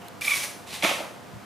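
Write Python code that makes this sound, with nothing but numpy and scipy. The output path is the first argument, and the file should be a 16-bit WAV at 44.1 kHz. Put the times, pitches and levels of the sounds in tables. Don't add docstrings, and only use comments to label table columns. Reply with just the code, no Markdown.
import sys
import numpy as np
from scipy import signal
from scipy.fft import rfft, irfft, next_fast_len
from scipy.io import wavfile
from scipy.ndimage import map_coordinates

SR = 44100
rng = np.random.default_rng(int(sys.argv[2]) if len(sys.argv) > 2 else 0)


def persist_wave(psi):
    counts = np.round(np.clip(psi, -1, 1) * 32767).astype(np.int16)
    wavfile.write(sys.argv[1], SR, np.atleast_2d(counts).T)


N = 63945


def amp(db):
    return 10 ** (np.asarray(db) / 20)


def unit(x):
    return x / np.sqrt(np.mean(x ** 2) + 1e-20)


def clock():
    return np.arange(N) / SR


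def along(points, hz):
    freqs, values = np.transpose(points)
    return np.interp(np.log(hz + 1), np.log(freqs + 1), values)


def wobble(rate):
    return map_coordinates(rng.standard_normal(N // 8), [clock() * rate], mode="wrap")


def filtered(x, response):
    size = next_fast_len(N + SR // 2)
    return irfft(rfft(x, size) * response(np.fft.rfftfreq(size, 1 / SR)), size)[..., :N]


def pan(db):
    return amp(np.array([[1], [-1]]) * db / 2)


def stereo(pair, alike):
    turn = lambda hz: np.arccos(np.clip(along(alike, hz), -1, 1)) / 2
    mid, side = filtered(pair, lambda hz: np.array([np.cos(turn(hz)), np.sin(turn(hz))]))
    return np.array([mid + side, mid - side])


# freq_hz, likeness
CLOSE_LIKENESS = [(200, 0.81), (6000, 0.91), (9000, 0.8), (14000, 0.25)]
def noise(colour, alike=CLOSE_LIKENESS, grain=1):
    hiss = stereo(grain * rng.standard_normal((2, N)), alike)
    return unit(filtered(hiss, lambda hz: amp(along(colour, hz))))


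CONTACT_RISE_S = 0.00031
def strike(start_s, db, fade_s, rise_s=CONTACT_RISE_S):
    age = np.maximum(clock() - start_s, 0)
    fall = amp(db - 60 * age / fade_s)
    return fall * (1 - np.exp(-age / rise_s))


def swell(middle_s, half_s, db):
    return amp(db) * np.exp(-.5 * ((clock() - middle_s) / half_s) ** 2)


def contacts(rows, colour):
    return np.sqrt(sum(strike(*row) ** 2 for row in rows)) * noise(colour)


def ring(start_s, db, hz, fade_s, rise_s=CONTACT_RISE_S):
    loudness = np.sqrt(2) * strike(start_s, db, fade_s, rise_s)
    return loudness * np.sin(2 * np.pi * hz * (clock() - start_s) + .5 * wobble(250))


def rub(stroke, colour, grains_per_s=4000, spread_db=2.5, grain_share=0.42):
    catches = rng.random(N) < grains_per_s / SR
    grains = catches * amp(spread_db * np.minimum(rng.exponential(size=N), 3))
    texture = np.sqrt(1 - grain_share + grain_share * unit(grains) ** 2)
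    level_db = np.interp(clock(), *np.transpose(stroke), left=-120, right=-120)
    return amp(level_db) * noise(colour, grain=texture)


# freq_hz, gain_db
AIR_COLOUR = [(15, -61), (25, -60), (81, -2.5), (207, -1), (515, -5.5), (691, -5.5), (1150, -8),
              (1540, -10.5), (1860, -13.5), (3930, -21), (9520, -27.5), (15000, -32)]
# freq_hz, likeness
AIR_LIKENESS = [(50, 0), (200, 0.41), (700, 0.41), (5000, 0.73), (12000, 0.5)]
# pitch_hz, level_db
HUM_TONES = [(199, -60), (501, -61), (700, -57)]
# freq_hz, gain_db
FAR_BUMP_COLOUR = [(30, -34), (90, -4), (145, -6), (200, -8), (600, -57)]
def background():
    air = amp(-44.5) * noise(AIR_COLOUR, AIR_LIKENESS)
    hum = sum(amp(db) * np.sqrt(2) * np.sin(2 * np.pi * hz * clock() + 0.63 * wobble(8.1))
              for hz, db in HUM_TONES)
    bump = swell(middle_s=1.352, half_s=0.022, db=-41.5) * noise(FAR_BUMP_COLOUR, AIR_LIKENESS)
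    return (air + hum + bump) * pan(-0.5)


# freq_hz, likeness
ECHO_LIKENESS = [(150, 0.63), (700, 0.83), (2500, 0.58), (5500, 1), (12000, 0.61)]
# freq_hz, fade_s
ECHO_FADE = [(150, 0.19), (600, 0.68), (2500, 0.46), (6000, 0.53), (14000, 0.49)]
# freq_hz, gain_db
ECHO_COLOUR = [(100, -28), (200, 10), (400, 0), (15000, 1.5)]
def in_room(x, echo_db, pan_db, build_s=0.0068):
    hiss = stereo(rng.standard_normal((2, N)), ECHO_LIKENESS)
    hz, t, bands = signal.stft(hiss, SR, nperseg=256)
    fall = amp(-60 * t / along(ECHO_FADE, hz)[:, None])
    colour = amp(along(ECHO_COLOUR, hz))[:, None]
    rise = 1 - np.exp(-t / build_s)
    tail = signal.istft(bands * fall * colour * rise, SR, nperseg=256)[1]
    echo = signal.fftconvolve(x.mean(0)[None], tail / np.linalg.norm(tail[0]), axes=1)[:, :N]
    return x * pan(pan_db) + amp(echo_db) * echo


# time_s, level_db
RUSTLE_LEVELS = [(.012, -63), (.019, -40.5), (.03, -53), (.07, -48.5), (.11, -75)]
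# freq_hz, gain_db
RUSTLE_COLOUR = [(300, -32), (800, 8.5), (1800, -6), (2900, -0.5), (3700, -18), (15000, -17)]
def rustle():
    return rub(RUSTLE_LEVELS, RUSTLE_COLOUR)


# time_s, level_db
SHIFT_LEVELS = [(.98, -42), (1.025, -40), (1.06, -41.5), (1.1, -65)]
# freq_hz, gain_db
SHIFT_COLOUR = [(120, -20), (350, -2), (600, 7.5), (1100, -2.5), (1600, -2), (6000, -32)]
def settle():
    return rub(SHIFT_LEVELS, SHIFT_COLOUR)


# start_s, level_db
GRIT_TICKS = [(0.083, -33.5), (0.2099, -30), (0.247, -24), (0.446, -43), (0.74, -34)]
# freq_hz, gain_db
GRIT_COLOUR = [(200, -25), (1500, 3), (2200, -12), (3100, -7), (3800, 10), (5000, -8), (12000, -1),
               (15000, -7)]
def ticks(fade_s=0.015):
    return contacts([(start_s, db, fade_s) for start_s, db in GRIT_TICKS], GRIT_COLOUR)


# time_s, level_db
LIFT_LEVELS = [(.645, -81), (.675, -44), (.72, -40.5), (.742, -33.5), (.785, -42), (.82, -43)]
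# freq_hz, gain_db
LIFT_COLOUR = [(80, -32), (400, -18), (900, -2), (1400, -12), (2400, -1), (3300, -6.5), (4000, -2.5),
               (4800, -8.5), (7500, -11), (10800, -11.5), (15000, -22)]
def peel():
    return rub(LIFT_LEVELS, LIFT_COLOUR)


# time_s, level_db
DRAG_LEVELS = [(.207, -78), (.212, -37), (.24, -34.5), (.252, -30.5), (.32, -30.5), (.36, -28), (.42, -35),
               (.447, -29.5), (.47, -44.5), (.52, -50)]
# freq_hz, gain_db
DRAG_COLOUR = [(80, -27), (300, -23.5), (850, -7.5), (1500, -9.5), (2100, 0.5), (2800, -2.5), (3500, -5),
               (6000, -5), (7600, -8.5), (10500, -4), (15000, -14.5)]
def scuff():
    return rub(DRAG_LEVELS, DRAG_COLOUR)


# middle_s, half_length_s, pitch_hz, level_db
SQUEAK_BURSTS = [(0.2129, .002, 1430, -38.5), (.217, 0.0016, 1188, -37), (0.221, 0.002, 1173, -26.5),
                 (0.227, 0.0015, 1183, -32.5), (0.251, 0.004, 1150, -28), (0.278, 0.0083, 1207, -29),
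                 (0.282, .0034, 1136, -20.5), (.297, 0.0039, 1212, -23), (0.312, 0.0032, 1210, -20),
                 (0.321, 0.0041, 1128, -18.5), (0.331, 0.0041, 1133, -23.5), (0.3402, 0.0028, 1131, -19.5),
                 (0.354, .016, 1127, -32), (0.8421, 0.0023, 1160, -21), (0.859, 0.0046, 1172, -27.5)]
# pitch_multiple, gain_db
SQUEAK_TONES = [(1, -18), (2, -0.6), (3, -14)]
def squeaks(waver_share=0.0214, rough_db=2, blur_radians=0.099):
    times, _, pitches, _ = np.transpose(SQUEAK_BURSTS)
    hz = np.interp(clock(), times, pitches) * (1 + waver_share * wobble(700))
    phase = 2 * np.pi * np.cumsum(hz) / SR
    tone = 0
    for multiple, db in SQUEAK_TONES:
        gain = amp(db + rough_db * wobble(600))
        blur = blur_radians * (multiple - 1) * wobble(600)
        tone += gain * np.sin(multiple * phase + blur)
    bursts = np.sqrt(sum(swell(middle_s, half_s, db) ** 2 for middle_s, half_s, _, db in SQUEAK_BURSTS))
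    return np.sqrt(2) * bursts * tone * np.ones((2, 1))


# pitch_hz, gain_db
HEEL_TONES = [(195, -1.5), (330, -4)]
def thud(start_s=.8335, db=-22):
    push = sum(ring(start_s, db + gain_db, hz, fade_s=0.074, rise_s=0.0052) for hz, gain_db in HEEL_TONES)
    return signal.sosfilt(signal.butter(2, 130, "high", fs=SR, output="sos"), push)


# start_s, pitch_hz, level_db
SOLE_KNOCKS = [(.442, 588, -36.5), (.834, 559.6, -20.5), (.8475, 660, -15), (.912, 599, -20.5),
               (1.0045, 620, -26)]
# pitch_multiple, gain_db, fade_s
SOLE_TONES = [(.53, -10, 0.048), (1.001, -2, 0.039), (1.33, -9.5, 0.019), (2.04, -16.5, 0.085)]
def knocks():
    pats = sum(ring(start_s, db + gain_db, hz * multiple, fade_s)
               for start_s, hz, db in SOLE_KNOCKS for multiple, gain_db, fade_s in SOLE_TONES)
    bass_cut = signal.butter(4, 220, "high", fs=SR, output="sos")
    return signal.sosfilt(bass_cut, pats) * np.ones((2, 1))


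# start_s, crack_db, puff_db, fade_s
HEEL_HITS = [(0.8236, -25.5, -36.5, 0.31), (0.832, -25, -31, .045), (.838, -20.5, -27, .055),
             (0.8445, -17.5, -24, 0.061), (0.8472, -21.5, -19, 0.032), (.864, -23, -37, 0.13),
             (0.891, -23, -32.5, 0.14)]
# freq_hz, gain_db
HIT_COLOUR = [(100, -51.5), (200, -41), (700, -6), (1050, -7.5), (1300, -3.5), (1560, -11), (2260, 0),
              (2820, -2), (3550, -7), (4200, -11.5), (6500, -18.5), (10400, -23.5), (15000, -33)]
# freq_hz, gain_db
PUFF_COLOUR = [(40, -45), (100, -49), (170, -10.5), (330, -6.5), (420, -10), (620, -17), (900, -3),
               (1300, -11), (2000, -4), (8000, -78)]
def slap(puff_gain_db=-1.5):
    crack = contacts([(s, db, fade_s) for s, db, _, fade_s in HEEL_HITS], HIT_COLOUR)
    puff = contacts([(s, db + puff_gain_db, fade_s) for s, _, db, fade_s in HEEL_HITS], PUFF_COLOUR)
    crunch = strike(start_s=.831, db=-29.5, fade_s=0.47) * noise(DRAG_COLOUR)
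    return crack + puff + crunch


def scene():
    rubbing = rustle() + scuff() + peel() + settle()
    return (in_room(rubbing, echo_db=-4, pan_db=-1.1)
            + in_room(ticks(), echo_db=-28, pan_db=-1.1)
            + in_room(squeaks(), echo_db=-11, pan_db=-2.5)
            + in_room(slap(), echo_db=-0.5, pan_db=-2.5)
            + in_room(knocks() + thud(), echo_db=-7.5, pan_db=-2.5)
            + background())


# freq_hz, left_minus_right_db
MIC_BALANCE = [(200, -0.8), (3000, 0.1), (6000, 0.8), (11000, -1.5)]
def record(dry, top_hz=15250):
    return filtered(dry, lambda hz: pan(along(MIC_BALANCE, hz)) * (hz < top_hz))


dry = scene()
out = record(dry)
persist_wave(out)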